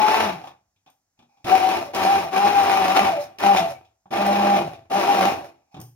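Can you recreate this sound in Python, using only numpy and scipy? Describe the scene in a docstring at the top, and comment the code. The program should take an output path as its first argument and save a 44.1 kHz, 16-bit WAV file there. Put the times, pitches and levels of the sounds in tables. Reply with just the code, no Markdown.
"""A stick blender runs in short bursts in a plastic jug of fruit and water, in a small hard-walled kitchen.
In each press the level builds, holds and runs down: shaft orders make the motor and the booming blade note, which
sags under load, and coloured noise makes the pulp, churned and spat once every turn.
Decaying noise and sines make the wand's knocks on the jug; at the end it is lifted out with a wet smack.
Two microphone ports hear it all, partly alike, with close reflections and a very quiet room."""
import sys
import numpy as np
from scipy import signal
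from scipy.fft import rfft, irfft, next_fast_len
from scipy.io import wavfile
from scipy.ndimage import uniform_filter1d

SR = 44100
rng = np.random.default_rng(int(sys.argv[2]) if len(sys.argv) > 2 else 0)


def log_audio(samples):
    """Write samples as a 16-bit WAV file to the path given in sys.argv[1]."""
    # one column per channel
    frames = np.atleast_2d(samples).T
    # limit to full scale, then quantise
    limited = np.clip(frames, -1, 1)
    pcm = np.round(limited * 32767).astype(np.int16)
    wavfile.write(sys.argv[1], SR, pcm)


N = 262395
T = np.arange(N) / SR  # seconds
HZ = np.fft.rfftfreq(N, 1 / SR)


def amp(db):
    """Decibels to gain."""
    return 10 ** (np.asarray(db) / 20)


def read(points, hz=HZ):
    """A table joined by straight lines on a log-frequency axis."""
    f, value = np.transpose(points)
    return np.interp(np.log(hz + 1), np.log(f + 1), value)


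def evened(x):
    """Scales a sound so that its middle channel has rms 1."""
    return x / (np.std(np.atleast_2d(x).mean(0)) + 1e-12)


def wobble(hz):
    """Slow chance of rms 1, rolled off above a rate."""
    noise = rfft(rng.standard_normal(N))
    return evened(irfft(noise / np.sqrt(1 + (HZ / hz) ** 4), N))


# Likeness of the two microphone ports. Each row: frequency in Hz, likeness from 0 to 1.
PORT_LIKENESS = [(60, .98), (170, .98), (350, .78), (800, .75), (1300, .55), (2500, .7), (5000, .55),
                 (12000, .35)]
# Phase lead of the left port. Each row: frequency in Hz, lead in radians.
PORT_LEAD = [(60, 0), (180, .08), (400, .9), (800, 1.25), (1030, 1.3), (1380, -.6), (2240, 1.8),
             (2840, 2.3), (3800, 1.6), (6400, 2.4), (13000, 1.4)]
# Balance of the ports. Each row: frequency in Hz, left over right in dB.
PORT_BALANCE = [(60, -1), (99, 1.5), (160, 4), (270, -1.5), (450, 1), (740, -2), (1220, 6), (2010, -1),
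                (3330, 3.5), (5500, -3.5), (9080, 4.5), (15000, 2.5)]


def ports(direct, scattered, gain=1):
    """Colours a sound and spreads it over two ports that share only a part of it."""
    left, other = rfft(direct), rfft(scattered)
    same = np.clip(read(PORT_LIKENESS), 0, 1)
    mixed = same * left + np.sqrt(1 - same ** 2) * other
    right = mixed * np.exp(-1j * read(PORT_LEAD)) * amp(-read(PORT_BALANCE))
    return evened(irfft(np.array([left, right]) * gain, N))


# Resonances of the jug and the corner it stands in. Each row: frequency in Hz, width in Hz, peak in dB above the rest.
JUG_MODES = [(89, 6.4, 6), (101, 9.1, 3.5), (125, 2.9, 7.5), (155, 1.6, 1.5), (344.3, 15, 10),
             (399.5, 12, 5.5), (485, 14, 6.5), (580, 48, 4.5), (671.3, 7.1, 9), (763.6, 43, 10.5),
             (830.5, 8.6, 8.5), (874, 22, 5.5), (1020, 8.8, 0.5), (1097, 9.3, 3.5), (1186, 20, 5),
             (1450, 3.3, 5.5), (1760, 12, 7), (2370, 150, 2.5), (3080, 97, -0.5), (5150, 170, 2.5)]


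def jug():
    """Gain of the jug's resonances, each a bell on a flat base."""
    return 1 + sum((amp(db) - 1) / (1 + (2 * (HZ - hz) / width) ** 2) for hz, width, db in JUG_MODES)


def hiss(spectrum, gain=1, drive=1):
    """Stereo noise of one colour, pushed by a drive."""
    direct, scattered = drive * rng.standard_normal((2, N))
    return ports(direct, scattered, amp(read(spectrum)) * gain)


def room(x, t60):
    """Diffuse reflections of energy 1, different at each port."""
    t = T[:SR // 2]
    tail = rng.standard_normal((2, len(t))) * amp(-60 * t / t60) * (t > .003)  # first walls after 3 ms
    tail = tail / np.linalg.norm(tail, axis=1)[:, None]
    return signal.fftconvolve(np.atleast_2d(x), tail, axes=1)[:, :N]


def partial(turns, rough):
    """A rotating tone, shaken at random in level and phase."""
    shake = 1 + rough * (wobble(20) + 1j * wobble(21))
    return (shake * np.exp(2j * np.pi * turns)).real * np.sqrt(2 / (1 + 2 * rough ** 2))


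def place(x, lead, tilt_db):
    """A tone leads in phase (radians) at the left port, at another level than the right."""
    left = amp(tilt_db) * np.exp(1j * lead)
    right = signal.hilbert(x, next_fast_len(N + SR // 2))[:N] * 2 / abs(left + 1)
    return np.array([left * right, right]).real


def blows(times, levels_db, t60, tail_db, tail_t60):
    """Level of a row of blows: each dies quickly, then lingers in the room."""
    power, t = np.zeros(N + SR), T[:SR // 2]
    decay = amp(-120 * t / t60) + amp(2 * tail_db - 120 * t / tail_t60)
    shape = decay * (1 - np.exp(-t / 0.0021))  # onset in seconds
    for s, db in zip(times, levels_db):
        power[round(s * SR):][:len(t)] += amp(2 * db) * shape
    return np.sqrt(power[:N])


CONTACT_S = 0.0048  # the motor takes up the current in this time
# Button presses. Each row: pressed in seconds, let go in seconds, spin-up in seconds and run-down in dB per second
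# (both before a layer's share), then relative levels in dB of churning, spray, sloshing and run-down ring,
# and the blade note's left over right in dB before its sway.
BUTTON = [(-.2, .25, 0.03, 167, -25.5, -40.5, -32, -51, 8),
          (1.442, 1.757, 0.024, 161, -29, -42.5, -31.5, -28.5, 9.5),
          (1.932, 2.185, .014, 164.5, -27.5, -40.5, -31.5, -49, 3),
          (2.308, 3.056, 0.021, 138, -26.5, -41, -31.5, -21, 4),
          (3.384, 3.588, 0.022, 174, -27.5, -42, -34, -31, 4),
          (4.106, 4.565, 0.016, 153.5, -29, -44, -30, -41, 0),
          (4.898, 5.28, 0.022, 163, -27, -40.5, -28.5, -36, 1.5)]


def envelope(levels_db, start_db, rise_share, hang_s, fall_share):
    """Level in dB over all presses: it builds, holds, hangs a moment after release, then falls.
    The shares scale each press's spin-up time and run-down rate for this layer."""
    t, power = T[::40], 1e-14
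    for (pressed, let_go, spin_up_s, fall_db_per_s, *_), db in zip(BUTTON, levels_db):
        held_db = np.interp(t, *db) if np.ndim(db) else db
        age, coasting = np.maximum(t - pressed, 0), np.maximum(t - let_go, 0)
        spin_up_db = start_db * np.exp(-age / (rise_share * spin_up_s))
        fall_db = fall_share * fall_db_per_s * (np.hypot(coasting, hang_s) - hang_s)
        contact = np.minimum(age / CONTACT_S, 1)
        power = power + (contact * amp(held_db + spin_up_db - fall_db)) ** 2
    return np.interp(T, t, 10 * np.log10(power))


BLADE_ORDER = 4  # blade notes per turn of the shaft
COAST_S = .45  # the freed shaft slows to 1/e in this time
# Fruit loading the blade, one curve a press. Each row: time in seconds, blade note in Hz before its flutter,
# relative blade note level in dB, relative unbalance hum level in dB.
BLADE_LOAD = [
    [(0.0, 856.1, -22, -32), (0.052, 848.5, -16.5, -48.5), (0.16, 883, -28, -45), (0.192, 873, -26.5, -38),
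     (0.212, 876, -31.5, -37.5), (0.28, 857, -27.5, -32.5)],
    [(1.49, 749.2, -42.5, -48), (1.528, 760.3, -11, -34.5), (1.56, 756, -13, -44.5), (1.594, 752, -34, -55),
     (1.618, 747, -22.5, -45), (1.652, 757.6, -16, -50), (1.684, 759.8, -24, -44.5), (1.8, 761, -29, -52.5)],
    [(1.98, 776.3, -34.5, -41), (2.074, 767.6, -18.5, -35), (2.11, 793.3, -17, -51.5),
     (2.162, 782.0, -21.5, -38.5), (2.2, 790, -25, -42)],
    [(2.36, 765.1, -28.5, -42), (2.38, 767, -17, -31), (2.416, 812, -20.5, -47), (2.452, 809.0, -15.5, -32),
     (2.528, 813.7, -28.5, -44.5), (2.57, 803, -14, -43.5), (2.644, 777.3, -22.5, -45.5),
     (2.668, 795.6, -21, -48.5), (2.888, 751.3, -21.5, -36.5), (2.956, 785.5, -33, -36.5),
     (2.98, 761.7, -18, -62), (3.014, 797.7, -25, -29), (3.09, 774.7, -18.5, -36.5)],
    [(3.42, 805.6, -38, -52.5), (3.446, 797.7, -16, -28), (3.514, 798.8, -12.5, -30.5),
     (3.556, 757.5, -22.5, -28), (3.584, 756.4, -18.5, -55.5), (3.61, 756.0, -19, -34)],
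    [(4.14, 784.0, -30, -42.5), (4.162, 802.3, -25, -43), (4.19, 804.6, -30.5, -29.5),
     (4.302, 802.2, -22.5, -25.5), (4.496, 807.7, -22.5, -27), (4.526, 800.5, -17.5, -27.5),
     (4.58, 796.6, -23, -27.5)],
    [(4.92, 762, -21.5, -44), (4.942, 781.5, -14, -37), (4.968, 811, -23, -28), (5.05, 750.3, -39.5, -49),
     (5.094, 805.2, -12.5, -67), (5.146, 801.5, -25, -38), (5.24, 750, -29, -30),
     (5.284, 801.8, -20, -32.5), (5.3, 802, -24.5, -43.5)],
]


def shaft():
    """Which press is the latest, the shaft speed under load, and the share of it left after release."""
    pressed, let_go = np.transpose(BUTTON)[:2]
    latest = np.searchsorted(pressed, T) - 1
    note_hz = np.choose(latest, [np.interp(T, *np.transpose(rows)[:2]) for rows in BLADE_LOAD])
    coast = np.exp(-np.maximum(T - let_go[latest], 0) / COAST_S)
    return latest, note_hz / BLADE_ORDER, coast


# Whine of the higher shaft orders. 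Each row: multiple of the shaft speed, relative level in dB.
WHINE_ORDERS = [(2, -8), (4, -10), (5, -10), (6, -14), (7, -17.5), (8, -21.5), (9, -23), (12, -20),
                (16, -21), (26, -24.5)]
# Ring of the jug's air column. Each row: frequency in Hz, density in dB per Hz before the jug's resonances.
AIR_COLUMN = [(450, -41.5), (560, -12.5), (670, 4), (760, -9.5), (850, -4.5), (1000, -32.5)]


def motor(coast, speed, blade_db, hum_db, third_db, churn_db, sway_db):
    """The blade note is the fourth shaft order; after each release the whine slides down and the jug rings on."""
    held = np.cumsum(speed * (1 + .002 * wobble(18))) / SR
    turns = np.cumsum(speed * coast * (1 + 0.0042 * wobble(25.07))) / SR
    driven = coast ** 3  # the blade note gives way to free ringing
    blade = amp(blade_db - 0.05) * np.sqrt(driven) * partial(BLADE_ORDER * held, rough=0.15)
    ringing = amp(blade_db) * np.sqrt(1 - driven) * hiss(AIR_COLUMN, jug() ** 2)
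    hum = amp(hum_db - 0.7 - 32 * (1 - coast)) * partial(turns, 0.19 + 4.5 * (1 - coast))
    third = amp(third_db + 1.3 - 4.4 * (1.5 - coast)) * partial(3 * held, rough=0.64)
    orders = sum(amp(db) * partial(order * turns, rough=1.0) for order, db in WHINE_ORDERS)
    whine = amp(churn_db - 3.5 - 12 * (1 - coast)) * irfft(rfft(orders) * jug(), N)
    echo = room(blade + third + whine, t60=.35)[0] * np.array([[1], [-1]])  # walls widen the tones
    direct = place(blade + third, lead=1.22, tilt_db=sway_db) + place(whine, lead=0.5, tilt_db=9.0)
    return direct + hum + ringing + amp(-14) * echo


# Colours of the pulp before the jug's resonances: low slosh, churning, bright spray.
# Each row: frequency in Hz, density in dB per Hz.
SLOSH_COLOUR = [(20, -48), (60, -39.5), (125, -16), (165, -8.5), (260, -1), (360, 0.5), (440, -2),
                (540, -2.5), (700, 3), (900, -9), (1100, -22), (2000, -53)]
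CHURN_COLOUR = [(400, -31.5), (700, -5), (950, -0.5), (1300, -4), (1750, -11), (2650, -7.5), (2950, -11),
                (4000, -17), (5000, -26), (8000, -51)]
SPRAY_COLOUR = [(2500, -31.5), (4000, -2), (4700, -6.5), (5300, -2), (5900, -5), (6800, -5.5),
                (7700, -15.5), (8600, -12), (9700, -6), (10600, -9), (15800, -11.5)]
# Low thud, lent to the gurgle and played by the knocks too. Each row: frequency in Hz, density in dB per Hz.
THUD_COLOUR = [(25, -36), (60, -21.5), (90, -8.5), (130, 2), (230, -8), (330, -5.5), (600, -24.5),
               (1500, -55)]


def pulp(coast, speed, churn_db, spray_db, slosh_db):
    """Every turn throws pulp at the wall; bubbles collapse and bits of fruit crack on the blade."""
    turns = np.cumsum(speed * coast * (1 + 0.023 * wobble(60))) / SR
    throw = amp(1.6 * np.cos(2 * np.pi * turns) + 1.9 * wobble(55))
    struck = rng.random(N) < 70 / SR  # 70 cracks a second on average
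    cracks = struck * np.minimum(rng.exponential(1, N), 4) ** 2
    crackle = signal.lfilter([1], [1, -np.exp(-1 / (0.00071 * SR))], cracks)  # each falls to 1/e in 0.71 ms
    drive = throw * np.sqrt(1 + 1.3 * crackle)
    ring = jug()
    slosh = amp(slosh_db + 2.0) * hiss(SLOSH_COLOUR, ring, drive)
    # the vortex falls in as the blade slows
    gurgle = amp(slosh_db - 5.0) * np.sqrt(1 - coast) * hiss(THUD_COLOUR, ring)
    churn = amp(churn_db) * hiss(CHURN_COLOUR, ring, drive)
    spray = amp(spray_db - 1.5) * hiss(SPRAY_COLOUR, ring, drive)
    fizz = amp(-4.0) * room(churn + spray, t60=0.17)  # close walls colour the fizz
    wet = slosh + gurgle + churn + spray + fizz
    return wet + amp(-21) * room(wet, t60=0.31)


# The shaken table. Each row: frequency in Hz, density in dB per Hz before the jug's resonances.
TABLE_COLOUR = [(20, -24.5), (45, -27), (65, -18.5), (85, 4.5), (105, -5), (135, -10.5), (200, -29),
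                (400, -60)]


def rumble():
    """The jug shakes the table: a low noise that follows the presses and wavers."""
    held_db = np.full(len(BUTTON), -50.5)
    level_db = envelope(held_db, start_db=-19.5, rise_share=0.98, hang_s=0.2, fall_share=1.3) + 1.8 * wobble(8.6)
    return amp(level_db) * hiss(TABLE_COLOUR, jug())


FLOOR_DB = -81.5
# The very quiet room. Each row: frequency in Hz, density in dB per Hz before the floor level.
FLOOR_COLOUR = [(18, -39.5), (30, -7), (119, -2), (497, -15.5), (794, -8.5), (3500, -22), (6530, -10.5),
                (8690, -21), (15000, -22.5)]


def room_tone():
    """Steady faint noise under everything."""
    return amp(FLOOR_DB) * hiss(FLOOR_COLOUR)


def swells(rows):
    """Short rounded lifts of level, in dB."""
    return sum(db * np.exp(-((T - s) / length) ** 2) for s, length, db in rows)


# Fruit meeting the blade. Each row: time in seconds, half-length to 1/e in seconds, lift of the churning in dB.
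FRUIT_CHUNKS = [(0.143, .025, 2), (0.223, 0.051, 1), (1.5, 0.029, 4.5), (1.696, 0.01, 3), (2.062, .015, 3),
                (2.475, 0.03, 2.5), (2.972, 0.017, 5.5), (3.045, 0.059, 2.5), (3.435, 0.022, 2.5),
                (3.567, .015, 3), (5.012, 0.027, 2), (5.245, 0.037, 2)]


def surges():
    """A piece of fruit meets the blade and the churning surges."""
    return swells(FRUIT_CHUNKS)


# Jug resonances the falling note sweeps through. Each row: frequency in Hz, width in Hz, level in dB.
SWEPT_MODES = [(585.6, 12, -5.5), (667.2, 14, 1)]


def run_down(coast, speed, ring_db):
    """The falling blade note sets the jug's lower resonances ringing one after another."""
    slowing = np.interp(coast, [.62, .74, .95, 1], [0, 1, 1, 0])
    turns = np.cumsum(speed * coast) / SR
    note = amp(ring_db) * slowing * partial(BLADE_ORDER * turns, rough=1.3)
    rung = sum(amp(db) * signal.lfilter(*signal.iirpeak(hz, hz / width, SR), note) for hz, width, db in SWEPT_MODES)
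    return place(rung, lead=0.66, tilt_db=-0.5)


# The wand on the jug. Each row: time in seconds, thud pitch in Hz, relative levels in dB of thud, body and clack.
WAND_KNOCKS = [(0.439, 275, -54, -40.5, -52), (0.472, 263.5, -60.5, -41, -48.5),
               (0.504, 192.8, -61.5, -59, -75), (0.761, 100, -75, -83, -73.5),
               (0.862, 299, -67, -59.5, -61), (0.874, 266, -67, -56, -62), (1.19, 239, -60, -60, -60),
               (1.223, 240, -60, -61, -66), (1.371, 277, -73.5, -69, -73), (1.395, 275, -73.5, -75, -80),
               (1.444, 269, -37, -56.5, -43), (3.569, 208, -50.5, -34, -25), (3.592, 189, -55, -38, -36.5),
               (3.848, 107.4, -71.5, -79, -62), (4.057, 190.7, -56, -56, -73),
               (4.106, 221.6, -45, -54, -51), (4.741, 200, -67, -65, -52.5),
               (5.743, 178, -42, -46.5, -51.5), (5.766, 150, -39.5, -46, -54),
               (5.793, 121, -36, -46.5, -64)]
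# Colours of the jug's body and the plastic clack. Each row: frequency in Hz, density in dB per Hz before the jug.
BODY_COLOUR = [(150, -34.5), (400, -11.5), (560, 0.5), (660, -1.5), (800, 8), (920, 3.5), (1100, 3.5),
               (1350, -2), (1800, -10.5), (5000, -49)]
CLACK_COLOUR = [(900, -39), (1900, -18), (2450, 6.5), (2950, 1.5), (3500, 6.5), (4300, -8), (5300, -7.5),
                (6800, -11), (7800, -18), (15000, -22)]


def knocks():
    """The wand bumps the jug: a pitched thud on the table, the jug's ring and a plastic clack."""
    s, thud_hz, thud_db, body_db, clack_db = np.transpose(WAND_KNOCKS)
    thud = hiss(THUD_COLOUR) * blows(s, thud_db - 1.5, t60=0.11, tail_db=-5.0, tail_t60=0.31)
    for at, hz, db in zip(s, thud_hz, thud_db):
        age = np.maximum(T - at, 0)
        level = amp(db - 1.5 - 0.85 * hz * age)  # same loss in every cycle
        thud = thud + level * np.sin(2 * np.pi * hz * age)
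    body = hiss(BODY_COLOUR, jug()) * blows(s, body_db + .5, t60=0.16, tail_db=-5.5, tail_t60=0.3)
    clack = hiss(CLACK_COLOUR, jug()) * blows(s, clack_db - 1.0, t60=0.041, tail_db=-2.5, tail_t60=0.21)
    return thud + body + clack


# Juice falling back. Each row: time in seconds, half-length to 1/e in seconds, lift of the spray in dB.
FALLING_JUICE = [(.47, 0.037, 14), (1.86, .03, 6), (3.228, 0.029, 17.5), (3.708, .026, 12.5),
                 (4.72, .04, 4.5), (5.47, 0.036, 8)]


def splashes():
    """Juice falls back as the shaft slows and the spray swells."""
    return swells(FALLING_JUICE)


# Juice spits and smacks. Each row: time in seconds, level in dB.
JUICE_SPITS = [(0.9002, -57), (1.6906, -39), (2.6328, -34), (2.6942, -46), (3.5765, -50.5), (4.2632, -30),
               (5.801, -42.5), (5.813, -37.5)]
# Their colour. Each row: frequency in Hz, density in dB per Hz.
SPIT_COLOUR = [(1500, -16), (3200, -3), (3900, -18), (5200, -1.5), (6700, -1.5), (7700, -21.5), (8800, 6),
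               (10500, -13), (13000, 3), (16000, -8)]


def spits():
    """Bright wet smacks of juice: noise that dies in an instant and lingers in the room."""
    s, treble_db = np.transpose(JUICE_SPITS)
    return hiss(SPIT_COLOUR) * blows(s, treble_db, t60=0.024, tail_db=-14.0, tail_t60=0.33)


# The wand sliding through the pulp. Each row: start in seconds, end in seconds, level in dB.
WAND_SLIDES = [(1.174, 1.196, -73), (1.29, 1.444, -69), (5.58, 5.712, -77), (5.717, 5.76, -61)]
# Their colour. Each row: frequency in Hz, density in dB per Hz.
SCRAPE_COLOUR = [(400, -25), (680, -7.5), (800, 8), (1000, -11), (1900, -27), (2450, -5), (3000, -28),
                 (5500, -17), (8000, -32)]


def slide():
    """A faint scrape of noise, coloured by the ringing jug."""
    level = sum(amp(db) * ((T > start) & (T < end)) for start, end, db in WAND_SLIDES)
    return uniform_filter1d(level, size=600) * hiss(SCRAPE_COLOUR)


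# The button snapping as it is pressed. Each row: time in seconds, relative level in dB.
BUTTON_SNAPS = [(1.4441, -34.5), (1.9475, -22), (3.3853, -31)]
# Their colour. Each row: frequency in Hz, density in dB per Hz.
SNAP_COLOUR = [(800, -6.5), (2500, 5), (5300, -2), (7700, -10), (9500, -9), (15800, -12.5)]


def switch():
    """A short bright snap of noise near the start of three of the presses."""
    s, snap_db = np.transpose(BUTTON_SNAPS)
    return hiss(SNAP_COLOUR) * blows(s, snap_db - 4, t60=0.026, tail_db=-8, tail_t60=.2)


SQUEAK_S, SQUEAK_HZ, SQUEAK_DB = 3.772, 2288, -50.5


def squeak():
    """A brief thin rasp from the bearing of the slowing shaft: a roughened tone."""
    swell = np.exp(-((T - SQUEAK_S) / 0.018) ** 2)
    rasp = amp(SQUEAK_DB) * swell * partial(SQUEAK_HZ * T, rough=1.2)
    return place(rasp, lead=1.14, tilt_db=4)


def scene():
    """Motor, pulp and handling over a very quiet room."""
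    *_, churn, spray, slosh, ring, sides = np.transpose(BUTTON)
    curves = [np.transpose(rows) for rows in BLADE_LOAD]
    blade = [(s, db) for s, _, db, _ in curves]
    hum = [(s, db) for s, _, _, db in curves]
    latest, speed, coast = shaft()
    surge_db, splash_db = surges(), splashes()
    blade_db = envelope(blade, start_db=-31, rise_share=0.86, hang_s=0.0066, fall_share=0.92)
    hum_db = envelope(hum, start_db=-23.5, rise_share=0.78, hang_s=0.1, fall_share=0.56)
    # the third order grows with the unbalance
    third_db = envelope(hum, start_db=-9.5, rise_share=.9, hang_s=.012, fall_share=1.2)
    churn_db = envelope(churn, start_db=-19.5, rise_share=1.0, hang_s=0.0065, fall_share=0.94)
    churn_db = churn_db + surge_db + 0.27 * splash_db
    spray_db = envelope(spray, start_db=-15.5, rise_share=1.0, hang_s=0.0099, fall_share=1.0)
    spray_db = spray_db + 0.8 * surge_db + splash_db
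    slosh_db = envelope(slosh, start_db=-24, rise_share=0.52, hang_s=.04, fall_share=0.91) + .9 * surge_db
    sway_db = sides[latest] + 1.2 * wobble(6)  # the standing wave shifts as the wand moves
    blender = motor(coast, speed, blade_db, hum_db, third_db, churn_db, sway_db)
    blender = blender + run_down(coast, speed, ring[latest])
    wet = pulp(coast, speed, churn_db, spray_db, slosh_db)
    handling = knocks() + spits() + slide() + switch() + squeak()
    return blender + wet + rumble() + room_tone() + handling


EDGE_HZ = 15950


def record(dry):
    """The recorder's band limit: a steep low-pass."""
    low_pass = signal.firwin(801, EDGE_HZ, window=("kaiser", 9), fs=SR)
    return signal.oaconvolve(dry, low_pass[None], "same")


dry = scene()
out = record(dry)
log_audio(out)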